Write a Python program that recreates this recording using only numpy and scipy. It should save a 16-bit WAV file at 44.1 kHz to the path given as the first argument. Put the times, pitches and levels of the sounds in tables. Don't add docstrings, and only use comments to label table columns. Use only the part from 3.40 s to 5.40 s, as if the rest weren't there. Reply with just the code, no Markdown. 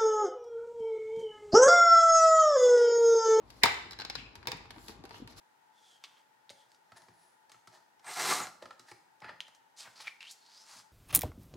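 import sys
import numpy as np
from scipy import signal
from scipy.fft import rfft, irfft, next_fast_len
from scipy.io import wavfile

SR = 44100
rng = np.random.default_rng(int(sys.argv[2]) if len(sys.argv) > 2 else 0)


def persist_wave(psi):
    counts = np.round(np.clip(psi, -1, 1) * 32767).astype(np.int16)
    wavfile.write(sys.argv[1], SR, np.atleast_2d(counts).T)


N = 88200
T = np.arange(SR // 4) / SR
HAND_PAN_DB, BASS_PAN_DB = 2, 3

# pitch_hz, level_db, t60_s
CASE_MODES = [(424, -3.5, 0.11), (445, -5.5, 0.24), (702, -22, 0.075), (827, -0.5, 0.26), (917, 6.5, 0.057),
              (949, 0.5, 0.098), (1243, -20, .07), (1734, -21.5, 0.056), (2070, -7, 0.036),
              (2405, -8, 0.21), (3030, -38, .05), (3640, 7.5, .05), (3984, -10.5, 0.026),
              (4730, -12.5, .04)]
# pitch_hz, level_db, t60_s
SLEEVE_MODES = [(820, -4, .035), (950, -5, .035), (1640, -2, .03), (2200, -5, .02), (2860, -8, .025),
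                (4020, 4, .022), (4450, -3, .016), (5090, 6, .022)]


def clacks(sleeve_db=-8):
    # start_s, level_db, tilt_db_per_octave, case_db, pan_db
    impacts = [(0.2346, 8, 5, -7.5, 0.5), (.2366, 8, 2.5, -14.5, -0.5), (0.2382, -2, 0.5, -29, 11),
               (0.2468, -16, -15, 10, 4), (0.2557, -5.5, 6.5, -6, -2.5), (0.257, -16.5, -5, -12, 4),
               (0.2604, -4, 1, -8, -0.5), (0.2703, -5.5, -1, -6.5, -5), (1.0721, -6, 2.5, -7, 4),
               (1.0839, -15, 0, -22, -7.5), (1.118, -9, 2, -7, 2.5), (1.1316, -16.5, -8, -8, -0.5)]
    # freq_hz, gain_db
    tone = [(100, -19.5), (350, -4), (420, -10), (570, -22), (720, -9), (950, 3.5), (1400, -3.5),
            (2100, 3.5), (3300, -9), (4000, -1), (4500, -2.5), (5050, -1), (5800, -12.5), (7000, -12.5),
            (11000, -15.5), (13500, -26.5), (16000, -13)]
    out = np.zeros((2, N))
    for start_s, level_db, tilt, case_db, pan_db in impacts:
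        hit = contact(tone, t60_s=0.017, snap_db=-3.5, lag_s=0.00007, buzz_hz=7000)
        hit += amp(case_db) * ring(CASE_MODES, spread_hz=1500)
        hit += amp(sleeve_db) * ring(SLEEVE_MODES, spread_hz=1200)
        add(out, start_s, amp(level_db) * pan(pan_db) * tilted(hit, tilt))
    return room(out, tail_db=-6)


def slips(ring_db=-3, catch_s=0.0018, catch_db=-3.5):
    # start_s, level_db, tilt_db_per_octave
    releases = [(.5096, -20.5, 6.5), (0.5205, -23.5, 5.5), (0.532, -21.5, 1.5), (0.5886, -18.5, 2.5),
                (0.5993, -15, -1), (0.609, -18.5, 2), (.6184, -16, -1), (0.6498, -14.5, 2),
                (0.6993, -11.5, 2), (0.7534, -10.5, 3.1)]
    # freq_hz, gain_db
    tone = [(100, -10), (450, -6.5), (620, -14.5), (850, 2.5), (1250, -4.5), (1650, -1.5), (2500, -7.5),
            (3550, -5), (4020, 4.5), (4550, 1), (5100, -1.5), (5600, -9.5), (6400, -12), (9000, -24.5),
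            (16000, -27.5)]
    out = np.zeros((2, N))
    for start_s, level_db, tilt in releases:
        tick = contact(tone, t60_s=0.0205, snap_db=-7, lag_s=0.0001, buzz_hz=7870)
        tick += amp(ring_db) * ring(SLEEVE_MODES, spread_hz=3800)
        catch = contact(tone, t60_s=0.025, snap_db=-9.5, lag_s=0, buzz_hz=2200)
        slip = np.zeros((2, N))
        add(slip, start_s, amp(level_db) * tilted(tick, tilt))
        add(slip, start_s + catch_s, amp(level_db + catch_db) * catch)
        out += room(slip * pan(3.5), tail_db=-6)
    return out


def taps(ring_db=-9):
    # start_s, level_db, tilt_db_per_octave
    touches = [(.103, -27, 1.5), (.9545, -22, -1.5), (1.029, -27, -6.5), (1.056, -25, -8),
               (1.1705, -28, -1), (1.206, -24.5, -21), (1.256, -29, -6), (1.3062, -19.5, -2.5),
               (1.3617, -27, -9.5), (1.382, -29, -4.5), (1.483, -19.5, 0), (1.494, -22.5, -12),
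               (1.639, -28, -2.5), (1.6532, -26, -1.5), (1.6932, -30.5, -2), (1.7085, -21, -6.5),
               (1.744, -24.5, -10.5), (1.8752, -24.5, -2)]
    # freq_hz, gain_db
    tone = [(100, -2.5), (400, -20), (1000, 1), (2200, 0), (3000, -3.5), (4700, 3.5), (7000, -8.5),
            (11000, -7.5), (16000, -15.5)]
    out = np.zeros((2, N))
    for start_s, level_db, tilt in touches:
        hit = contact(tone, t60_s=0.03, snap_db=-6, lag_s=0.0001, buzz_hz=8700)
        hit += amp(ring_db) * ring(CASE_MODES, spread_hz=1800)
        add(out, start_s, amp(level_db) * tilted(hit, tilt))
    return out * pan(HAND_PAN_DB)


def thumps(attack_cycles=0.79, puff_gain=0.84):
    # start_s, level_db, pitch_hz, t60_s
    thuds = [(.236, -10, 261, 0.073), (.236, -6.5, 695, 0.14), (.236, -7, 405.3, 0.11),
             (0.239, -19, 138, .12), (.2385, 0, 910, 0.037), (.256, -2, 943, 0.02),
             (0.2578, -0.5, 1240, 0.017), (0.266, -21, 95, .3), (0.455, -26, 359, 0.11),
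             (.505, -32.5, 107, 0.11), (.782, -27.5, 279, 0.091), (.765, -23.5, 127, .2),
             (0.824, -28.5, 225, 0.038), (.975, -26, 94.7, .2), (1.074, -19.5, 125, .25),
             (1.078, -17, 502, 0.095), (1.14, -21, 157, 0.14), (1.367, -23.5, 313, 0.11),
             (1.486, -23.5, 217, 0.24), (1.487, -24, 329, 0.074), (1.588, -27.5, 187, 0.074),
             (1.6, -34, 178, 0.027), (1.64, -19.5, 377, 0.042), (1.639, -23.5, 785, 0.098),
             (1.799, -24, 324, 0.028), (1.819, -16, 245, 0.036), (1.842, -21, 118, 0.059)]
    out = np.zeros((2, N))
    for start_s, level_db, pitch_hz, t60_s in thuds:
        envelope = amp(-60 * T / t60_s) * (1 - np.exp(-T * pitch_hz / attack_cycles))
        note = envelope * np.sin(2 * np.pi * pitch_hz * T)
        puff = colour(noise(len(T)) * envelope, band(pitch_hz, half_width_octaves=0.48))
        add(out, start_s, amp(level_db) * unit(unit(note[None]) + puff_gain * unit(puff)))
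    return out * pan(BASS_PAN_DB)


def rubs():
    # centre_s, sigma_s, level_db, sheen_db
    strokes = [(0.2, 0.088, -65, -8.5), (1.441, 0.055, -65.5, 0.5), (1.502, 0.018, -56.5, -10),
               (1.765, 0.034, -59, -9.5), (1.913, 0.019, -59.5, -12.5), (1.983, 0.011, -51.5, -8.5)]
    # freq_hz, gain_db
    body_tone = [(200, -6), (900, 4.5), (2800, -6), (4200, 5), (5800, 0), (8000, -17), (11000, -15.5),
                 (15500, -33)]
    # freq_hz, gain_db
    sheen_tone = [(200, -36), (4000, -32.5), (7500, 1), (9200, -15), (11000, 3), (12300, -9),
                  (13500, -12.5), (15000, -3.5), (16500, -23)]
    body, sheen = friction(curve(body_tone)), friction(curve(sheen_tone))
    out = np.zeros((2, N))
    for centre_s, sigma_s, level_db, sheen_db in strokes:
        out += amp(level_db) * swell(centre_s, sigma_s) * (body + amp(sheen_db) * sheen)
    return out * pan(HAND_PAN_DB)


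def scrapes():
    # centre_s, sigma_s, level_db, pitch_hz, half_width_octaves
    strokes = [(0.233, 0.007, -39, 1930, 0.23), (0.786, 0.027, -50.5, 2600, 0.41),
               (0.836, 0.041, -57.5, 2500, 0.096), (1.754, 0.014, -57.5, 3020, 0.21)]
    out = np.zeros((2, N))
    for centre_s, sigma_s, level_db, pitch_hz, half_width_octaves in strokes:
        out += amp(level_db) * swell(centre_s, sigma_s) * friction(band(pitch_hz, half_width_octaves))
    return out * pan(HAND_PAN_DB)


def contact(tone, t60_s, snap_db, lag_s, buzz_hz):
    burst = noise(len(T)) * amp(-60 * T / t60_s)
    hit = unit(colour(burst, lambda hz: -10 * np.log10(1 + (hz / buzz_hz) ** 2)))
    snap_left, snap_right = amp(snap_db) * pan(4)[:, 0]
    hit[0, round(lag_s * SR)] += snap_left
    hit[1, 0] += snap_right
    return unit(colour(hit, curve(tone)))


def ring(modes, spread_hz):
    out = np.zeros((2, len(T)))
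    for pitch_hz, level_db, t60_s in modes:
        phase = np.array([[1], [-1]]) * np.pi / 4 * min((pitch_hz / spread_hz) ** 2, 1)
        struck_db = level_db + rng.standard_normal()
        out += amp(struck_db - 60 * T / t60_s) * np.sin(2 * np.pi * pitch_hz * T + phase)
    return unit(out)


def tilted(x, db_per_octave, corner_hz=1100):
    return unit(colour(x, lambda hz: db_per_octave * np.log2(1 + (hz / corner_hz) ** 2) / 2))


def friction(db_of_hz, grain_db=3, grain_hz=500):
    grain_index = np.arange(N) / SR * grain_hz
    grains = amp(grain_db * np.interp(grain_index, np.arange(N), rng.standard_normal(N)))
    return np.sqrt(N) * unit(colour(noise(N) * grains, db_of_hz))


def room(x, tail_db, rise_s=0.0051, wall_db=-6.5, wall_delay_s=0.0029, wall_t60_s=0.06, wall_cut_hz=970):
    # freq_hz, t60_s
    decay = [(150, 0.86), (500, 0.48), (1400, 0.59), (3700, 0.56), (9700, 0.44), (16000, 0.34)]
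    # freq_hz, gain_db
    tone = [(60, -4), (200, -9.5), (420, -2.5), (590, -3), (750, -0.5), (1100, -0.5), (2100, 1),
            (3000, 1.5), (4200, -4), (5500, -4.5), (7500, 0.5), (9200, -16.5), (11000, -1.5), (13500, -16),
            (16000, -11)]
    bin_hz, frame_s, spectra = signal.stft(noise(SR), SR, nperseg=256)
    spectra *= amp(-60 * frame_s / curve(decay)(bin_hz)[:, None])
    tail = signal.istft(spectra, SR, nperseg=256)[1][:, :SR]
    t = np.arange(SR) / SR
    tail = unit(tail * (1 - np.exp(-t / rise_s)))
    early = unit(noise(SR) * (t > wall_delay_s) * amp(-60 * t / wall_t60_s))
    early = colour(early, lambda hz: -10 * np.log10(1 + (wall_cut_hz / (hz + 1)) ** 2))
    response = colour(amp(tail_db) * tail + amp(wall_db) * early, curve(tone))
    return x + signal.fftconvolve(x, response, axes=1)[:, :N] * pan(-1)


def room_air(level_db=-58):
    # freq_hz, gain_db
    tone = [(20, -7), (35, -35), (50, 11), (70, -10), (100, 3.5), (160, -9.5), (300, -5.5), (550, -14),
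            (950, -9), (1600, -21.5), (4000, -30), (8000, -43.5), (16000, -53.5)]
    murmur = np.sqrt(N) * unit(colour(noise(N), curve(tone)))
    return amp(level_db) * murmur * pan(BASS_PAN_DB)


def noise(size):
    # freq_hz, left_right_correlation
    coherence = [(60, 0.95), (300, 0.68), (700, 0.17), (1400, 0.0025), (4000, -0.0039), (15000, .2)]
    angle = np.arccos(curve(coherence)(np.fft.rfftfreq(size, 1 / SR))) / 2
    spectra = rfft(rng.standard_normal((2, size)))
    mid, side = irfft(spectra * [np.cos(angle), np.sin(angle)], size)
    return np.array([mid + side, mid - side])


def colour(x, db_of_hz):
    size = 2 * next_fast_len(x.shape[1] // 2 + 2048)
    gain = amp(db_of_hz(np.fft.rfftfreq(size, 1 / SR)))
    cepstrum = irfft(np.log(gain + 1e-6))
    cepstrum[1:size // 2] *= 2
    cepstrum[size // 2 + 1:] = 0
    return irfft(rfft(x, size) * np.exp(rfft(cepstrum)))[:, :x.shape[1]]


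def curve(points):
    freq_hz, values = np.transpose(points)
    return lambda hz: np.interp(np.log(hz + 1), np.log(freq_hz + 1), values)


def band(centre_hz, half_width_octaves):
    def gain_db(hz):
        octaves = np.log2((hz + 1) / centre_hz)
        return -10 * np.log10(1 + (octaves / half_width_octaves) ** 4) - 1.2 * octaves ** 2
    return gain_db


def swell(centre_s, sigma_s):
    return np.exp(-((np.arange(N) / SR - centre_s) / sigma_s) ** 2 / 2)


def amp(db):
    return 10 ** (np.asarray(db) / 20)


def unit(x):
    return x / np.sqrt(np.sum(x ** 2) / len(x) + 1e-20)


def pan(db):
    return amp(np.array([[db], [-db]]) / 2)


def add(out, start_s, x):
    i = round(start_s * SR)
    out[:, i:i + x.shape[1]] += x[:, :N - i]


def scene():
    return clacks() + slips() + room(taps() + thumps() + rubs() + scrapes(), tail_db=-5.5) + room_air()


def record(dry, low_cut_hz=47, peak_limit=0.9, top_hz=16300):
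    x = signal.sosfilt(signal.butter(4, low_cut_hz, "high", fs=SR, output="sos"), dry)
    x = x / (1 + np.abs(x / peak_limit) ** 6) ** (1 / 6)
    size = next_fast_len(N + SR // 2)
    low_pass = 1 / (1 + (np.fft.rfftfreq(size, 1 / SR) / top_hz) ** 90)
    return irfft(rfft(x, size) * low_pass, size)[:, :N]


dry = scene()
out = record(dry)
persist_wave(out)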